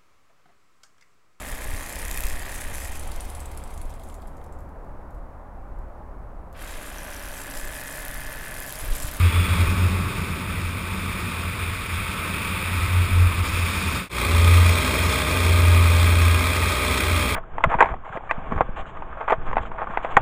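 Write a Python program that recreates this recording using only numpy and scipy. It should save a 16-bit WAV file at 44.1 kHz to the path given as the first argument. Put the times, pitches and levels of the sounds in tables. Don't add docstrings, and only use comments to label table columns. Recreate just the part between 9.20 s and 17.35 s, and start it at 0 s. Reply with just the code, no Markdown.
import sys
import numpy as np
from scipy import signal
from scipy.fft import rfft, irfft
from scipy.io import wavfile
from scipy.ndimage import uniform_filter1d

SR = 44100
rng = np.random.default_rng(int(sys.argv[2]) if len(sys.argv) > 2 else 0)


def boost(x):
    u = np.asarray(x, float) / 20
    return 10 ** u


def output_pcm(signal):
    pcm = np.clip(np.atleast_2d(signal).T, -1, 1) * 32767
    wavfile.write(sys.argv[1], SR, np.round(pcm).astype(np.int16))


N = 359415
JOIN_S = 4.891


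def rms_one(x):
    return x / np.sqrt(np.mean(x ** 2) + 1e-20)


def in_time(rows):
    s, *columns = np.transpose(rows)
    return [np.interp(np.arange(N) / SR, s, column) for column in columns]


def drift(rate_hz):
    pole = np.exp(-2 * np.pi * rate_hz * 40 / SR)
    white = rng.standard_normal(N // 40 + 2002)
    slow = signal.lfilter([1], [1, -2 * pole, pole * pole], white)[2000:]
    return np.interp(np.arange(N) / 40, np.arange(len(slow)), rms_one(slow))


def tone(hz):
    return np.sqrt(2) * np.sin(2 * np.pi * (np.cumsum(hz) / SR + rng.random()))


def band(low_hz, high_hz):
    sos = signal.butter(2, [low_hz, high_hz], "band", fs=SR, output="sos")
    return rms_one(signal.sosfilt(sos, rng.standard_normal(N + SR))[SR:])


def housing_noise(colour, housing):
    hz = np.arange(N // 2 + 1) * SR / N + 1e-3
    at_hz, level_db = np.transpose(colour)
    gain_db = np.interp(np.log(hz), np.log(at_hz), level_db)
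    for centre_hz, width_hz, top_db in housing:
        gain_db = gain_db + top_db / (1 + (2 * (hz - centre_hz) / width_hz) ** 2)
    return rfft(rng.standard_normal(N)) * boost(gain_db)


def air_levels(later):
    # t/s, airspeed level/dB, turbulence level/dB
    glide_air = [(0, -27.5, -37), (.35, -28, -32.5), (.85, -35, -32.5), (1.5, -35.5, -38),
                 (2.0, -33.5, -36.5), (2.5, -31.5, -41.5), (2.8, -29, -40), (3.1, -30, -37),
                 (3.7, -26.5, -39.5), (4.05, -29.5, -36), (4.35, -27.5, -37.5), (4.78, -27.5, -34.5)]
    # t/s, airspeed level/dB, turbulence level/dB
    power_air = [(5.02, -26.5, -37.5), (5.3, -22.5, -35.5), (6.02, -25.5, -34.5), (7.05, -24, -37),
                 (7.7, -23.5, -36.5), (8.15, -24.5, -38)]
    # share of airspeed [dB/dB], share of turbulence [dB/dB]
    air_follows = [(0.033, 0.95), (0.37, 0.55), (0.64, 0.039), (0.49, 0.29)]
    air = [np.where(later, b, a) for a, b in zip(in_time(glide_air), in_time(power_air))]
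    levels = np.array(air_follows) @ np.array(air)
    levels[3] += 3 * np.clip((np.arange(N) / SR - 4.245) / .05 + .5, 0, 1)
    glide_mean = levels[:, ~later].mean(axis=1)[:, None]
    power_mean = levels[:, later].mean(axis=1)[:, None]
    return levels - np.where(later, power_mean, glide_mean)


def airflow(turns, patch_db, gust_db, throb_db):
    # f/Hz, level/dB
    glide_colour = [(110, 2.5), (160, 1), (300, -2.5), (600, -9), (1000, -11.5), (2000, -8.5), (3300, -11),
                    (4200, -17), (5400, -15)]
    # f/Hz, level/dB
    power_colour = [(110, -4.5), (160, 4), (300, 0.5), (600, -2), (1000, -2), (2000, 0), (3300, -2.5),
                    (4200, -6), (5400, -5.5)]
    # f/Hz, width/Hz, level/dB
    glide_housing = [(187.3, 31.7, 9), (760, 104, -5.5), (901, 20, 9.5), (1135, 305, 10), (1304, 120, 6.5),
                     (1516, 85, 4.5), (1685, 290, -0.5), (2445, 565, 11), (2730, 180, -2), (3035, 350, -5),
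                     (3220, 81, 4), (3380, 80, -6), (3427, 120, 5), (3670, 390, 5)]
    # f/Hz, width/Hz, level/dB
    power_housing = [(743, 103, -7), (905, 57, 2.5), (978, 41, -7), (1053, 163, 5), (1236, 133, 9),
                     (1390, 104, -4.5), (1720, 60, -4), (1795, 85, -6.5), (2454, 456, 8.5),
                     (2670, 130, -8.5), (2970, 156, -15.5), (3230, 125, 4.5), (3530, 35, 7),
                     (5050, 140, -11.5), (4600, 180, -6.5)]
    air_hz = [250, 620, 2600, 4600, 5800]
    later = np.arange(N) / SR > JOIN_S
    spectra = [housing_noise(glide_colour, glide_housing), housing_noise(power_colour, power_housing)]
    levels = air_levels(later)
    octave = np.log2(np.arange(N // 2 + 1) * SR / N + 1e-3)
    gust = .4 * drift(4) + .8 * drift(18) + .6 * drift(50)
    puffs = later * exhaust_puffs(turns, die_away=5.5, miss=0.33)
    out = np.zeros(N)
    for centre in np.arange(6.5, 13, .5):
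        window = np.cos(np.pi * np.clip(octave - centre, -.5, .5)) ** 2
        glide, power = [irfft(spectrum * window, N) for spectrum in spectra]
        place = np.interp(centre, np.log2(air_hz), [0, 1, 2, 3, 3.4])
        below = min(int(place), 2)
        level_db = levels[below] + (place - below) * (levels[below + 1] - levels[below])
        flicker_db = patch_db * drift(23) + gust_db * (.5 + .5 * place / 3) * gust
        beat_db = throb_db * min(place, 1) * puffs
        out += np.where(later, power, glide) * boost(level_db + flicker_db + beat_db)
    return boost(-17.5) * out


def swells():
    # start t/s, peak t/s, peak level/dB
    glide_gusts = [(-.03, 0.068, -10.5), (0.107, 0.18, -15.5), (0.284, 0.32, -15.5), (0.362, .417, -13),
                   (.462, .508, -16), (.558, 0.65, -14.5), (0.696, 0.724, -21), (0.943, 1.016, -30),
                   (1.057, 1.118, -27), (1.175, 1.237, -30), (1.249, 1.303, -31.5), (1.346, 1.408, -26.5),
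                   (1.61, 1.68, -32.5), (1.75, 1.85, -26.5), (1.963, 2.05, -32), (2.09, 2.29, -29.5),
                   (2.361, 2.466, -27.5), (2.658, 2.78, -25.5), (2.803, 2.92, -29.5), (2.944, 3.1, -37),
                   (3.238, 3.324, -29.5), (3.429, 3.59, -21.5), (3.6, 3.644, -19.5), (3.671, 3.788, -14.5),
                   (3.878, 4.03, -11.5), (4.133, 4.211, -20.5), (4.253, 4.42, -21), (4.556, 4.586, -25),
                   (4.644, 4.676, -22), (4.707, 4.755, -28)]
    # start t/s, peak t/s, end t/s, peak level/dB
    power_swells = [(5.04, 5.37, 5.641, -10.5), (5.08, 5.17, 5.3, -19), (5.641, 5.693, 5.746, -24),
                    (5.746, 5.87, 5.934, -20), (5.934, 5.993, 6.052, -27), (6.052, 6.55, 7.15, -12),
                    (6.65, 7.06, 7.3, -14.5), (7.18, 7.3, 7.36, -21), (7.34, 7.42, 7.585, -22),
                    (7.585, 7.74, 7.789, -25.5), (7.789, 7.925, 8.097, -19.5), (8.097, 8.15, 8.2, -31)]
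    t = np.arange(N) / SR
    ends = [row[0] for row in glide_gusts[1:]] + [4.79]
    rows = [(start, peak, end, db) for (start, peak, db), end in zip(glide_gusts, ends)]
    rows = rows + list(power_swells)
    power = np.zeros(N)
    for start, peak, end, db in rows:
        span = slice(max(int(start * SR), 0), int(end * SR))
        place = np.interp(t[span], [start, peak, end], [0, .5, 1])
        tent = 1 - np.abs(2 * place - 1)
        rounded = tent + .4 * (np.sin(np.pi * place) - tent)
        arch = rounded ** np.where(place < .5, 1.0, 1.2)
        power[span] += (boost(db) * arch) ** 2
    knocks = [b[0] for a, b in zip(rows, rows[1:]) if abs(b[0] - a[2]) < .005]
    return np.sqrt(uniform_filter1d(power, size=900) + 1e-12), knocks


def mount():
    # t/s, f/Hz
    mount_pitch = [(0, 87.5), (.3, 87.5), (.75, 89.5), (1.2, 87), (2.2, 85.7), (2.5, 88.5), (2.9, 85),
                   (3.6, 89.5), (4.2, 88), (4.9, 82.5), (5.2, 84.5), (5.35, 87), (6.4, 87), (6.9, 85.2),
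                   (7.2, 85), (7.4, 87), (8.15, 84.8)]
    t = np.arange(N) / SR
    hz, = in_time(mount_pitch)
    swing, knocks = swells()
    jumps = rng.uniform(.3, .5, len(knocks)) * rng.choice([-1, 1], len(knocks))
    shift = np.append(0, np.cumsum(jumps))[np.searchsorted(knocks, t)]
    turns = np.cumsum(hz + .5 * drift(7.2)) / SR + uniform_filter1d(shift, size=700)
    flutter = boost(.5 * drift(12))
    ring = swing * flutter * np.sqrt(2) * np.sin(2 * np.pi * turns) + boost(-35) * band(65, 107)
    mean_db = 10 * np.log10(uniform_filter1d(swing ** 2, size=11000) + 1e-4)
    heave_db = np.where(t > JOIN_S, -44.5, -35) + .41 * (mean_db + 23.5)
    return ring + boost(heave_db + .53 * drift(8.1)) * band(29.5, 60)


def line_whistle():
    # start t/s, end t/s, lowest f/Hz, rise f/Hz, warble f/Hz, warble rate [1/s], first crest t/s
    whistle = (.04, .44, 3300, 165, 30, 12.9, .085)
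    t = np.arange(N) / SR
    start, end, low_hz, rise_hz, warble_hz, rate, crest = whistle
    climb = rise_hz * np.interp(t, [start, crest + 1.1 / rate, end], [0, 1, 0])
    lift = climb + warble_hz * np.cos(2 * np.pi * rate * (t - crest))
    gate = np.clip(np.minimum(t - start, end - t) / .013, 0, 1)
    level_db = -43 + .03 * lift + 1.4 * drift(40)
    return gate * boost(level_db) * tone(low_hz + lift + 14 * drift(60))


def firing_phase():
    # t/s, firing rate f/Hz
    speed = [(4.9, 59.8), (5.1, 60.8), (5.21, 61.2), (5.37, 66), (5.5, 64.6), (6.2, 64.8), (6.4, 63.8),
             (6.8, 63.7), (7.1, 63), (7.2, 63.2), (7.31, 64.8), (7.57, 62.2), (7.73, 64.7), (8.0, 62.6),
             (8.15, 62.3)]
    rate, = in_time(speed)
    return np.cumsum(rate * (1 + .0015 * drift(6))) / SR


def exhaust_puffs(turns, die_away, miss):
    cycle = turns.astype(int)
    uneven = np.exp(.12 * rng.standard_normal(cycle[-1] + 1))[cycle]
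    strength = uneven * (1 + miss * (-1.) ** cycle)
    puffs = uniform_filter1d(strength * np.exp(-die_away * (turns - cycle)), size=160)
    return puffs - puffs.mean()


def engine(turns, wander_db):
    # multiple of the firing rate [1], level/dB
    firing_orders = [(.5, -20), (1, 0), (2, -11), (3, -14), (4, -10), (5, -17), (6, -11.5), (7, -13.5),
                     (8, -20), (9, -22), (10, -18), (11, -28), (12, -28), (13, -28), (14, -25), (16, -21),
                     (17, -21), (18, -22), (20, -21)]
    # multiple of the blade rate [1], level/dB
    blade_orders = [(2, -19), (5, -18), (6, -19), (7, -11), (8, -30), (10, -24), (14, -18)]
    blade_tones = [(k * 1.346, db) for k, db in blade_orders]
    out, start = np.zeros(N), int(JOIN_S * SR)
    for multiple, order_db in list(firing_orders) + blade_tones:
        slip = .02 * np.sqrt(multiple) * drift(4)[start:]
        wave = np.sqrt(2) * np.sin(2 * np.pi * (multiple * turns[start:] + slip + rng.random()))
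        level_db = order_db + wander_db * min(multiple, 4) / 4 * drift(5.2)[start:]
        out[start:] += boost(level_db) * wave
    return out * boost(-29)


def gap_whines():
    # start t/s, end t/s, f/Hz, level/dB
    whines = [
        (5.25, 6.3, 1575, -43),
        (6.35, 7.25, 1625, -41),
        (5.2, 5.35, 5250, -49),
        (5.58, 6.02, 5228, -43),
        (6.12, 6.3, 5215, -49),
        (6.8, 6.95, 5230, -51),
        (7.2, 7.35, 5230, -51),
        (7.7, 7.9, 5225, -50),
    ]
    t = np.arange(N) / SR
    out = np.zeros(N)
    for start, end, whine_hz, whine_db in whines:
        gate = np.clip(np.minimum(t - start, end - t) / .047, 0, 1)
        out += gate * boost(whine_db + 2 * drift(8)) * tone(whine_hz + 4 * drift(5))
    return out


def scene():
    turns = firing_phase()
    air = airflow(turns, patch_db=0.7, gust_db=0.52, throb_db=6.0)
    drone = engine(turns, wander_db=2.3)
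    return (air + mount() + line_whistle() + drone + gap_whines())[None]


def roll_off(x):
    return signal.sosfilt(signal.butter(12, 16110, fs=SR, output="sos"), x)


def record(dry):
    anti_alias = signal.butter(12, 5466, fs=SR, output="sos")
    coarse = signal.resample_poly(signal.sosfilt(anti_alias, dry), 40, 147, axis=1)
    held = signal.resample_poly(np.repeat(coarse, 4, axis=1), 147, 160, axis=1)[:, :N]
    t = np.arange(N) / SR - JOIN_S
    fade = np.clip(np.where(t < 0, -t / .12, t / .1), 1e-3, 1)
    top = signal.ellip(14, .5, 70, 15290, fs=SR, output="sos")
    mix = signal.sosfilt(top, held * fade)
    return roll_off(mix)


dry = scene()
out = record(dry)
output_pcm(out)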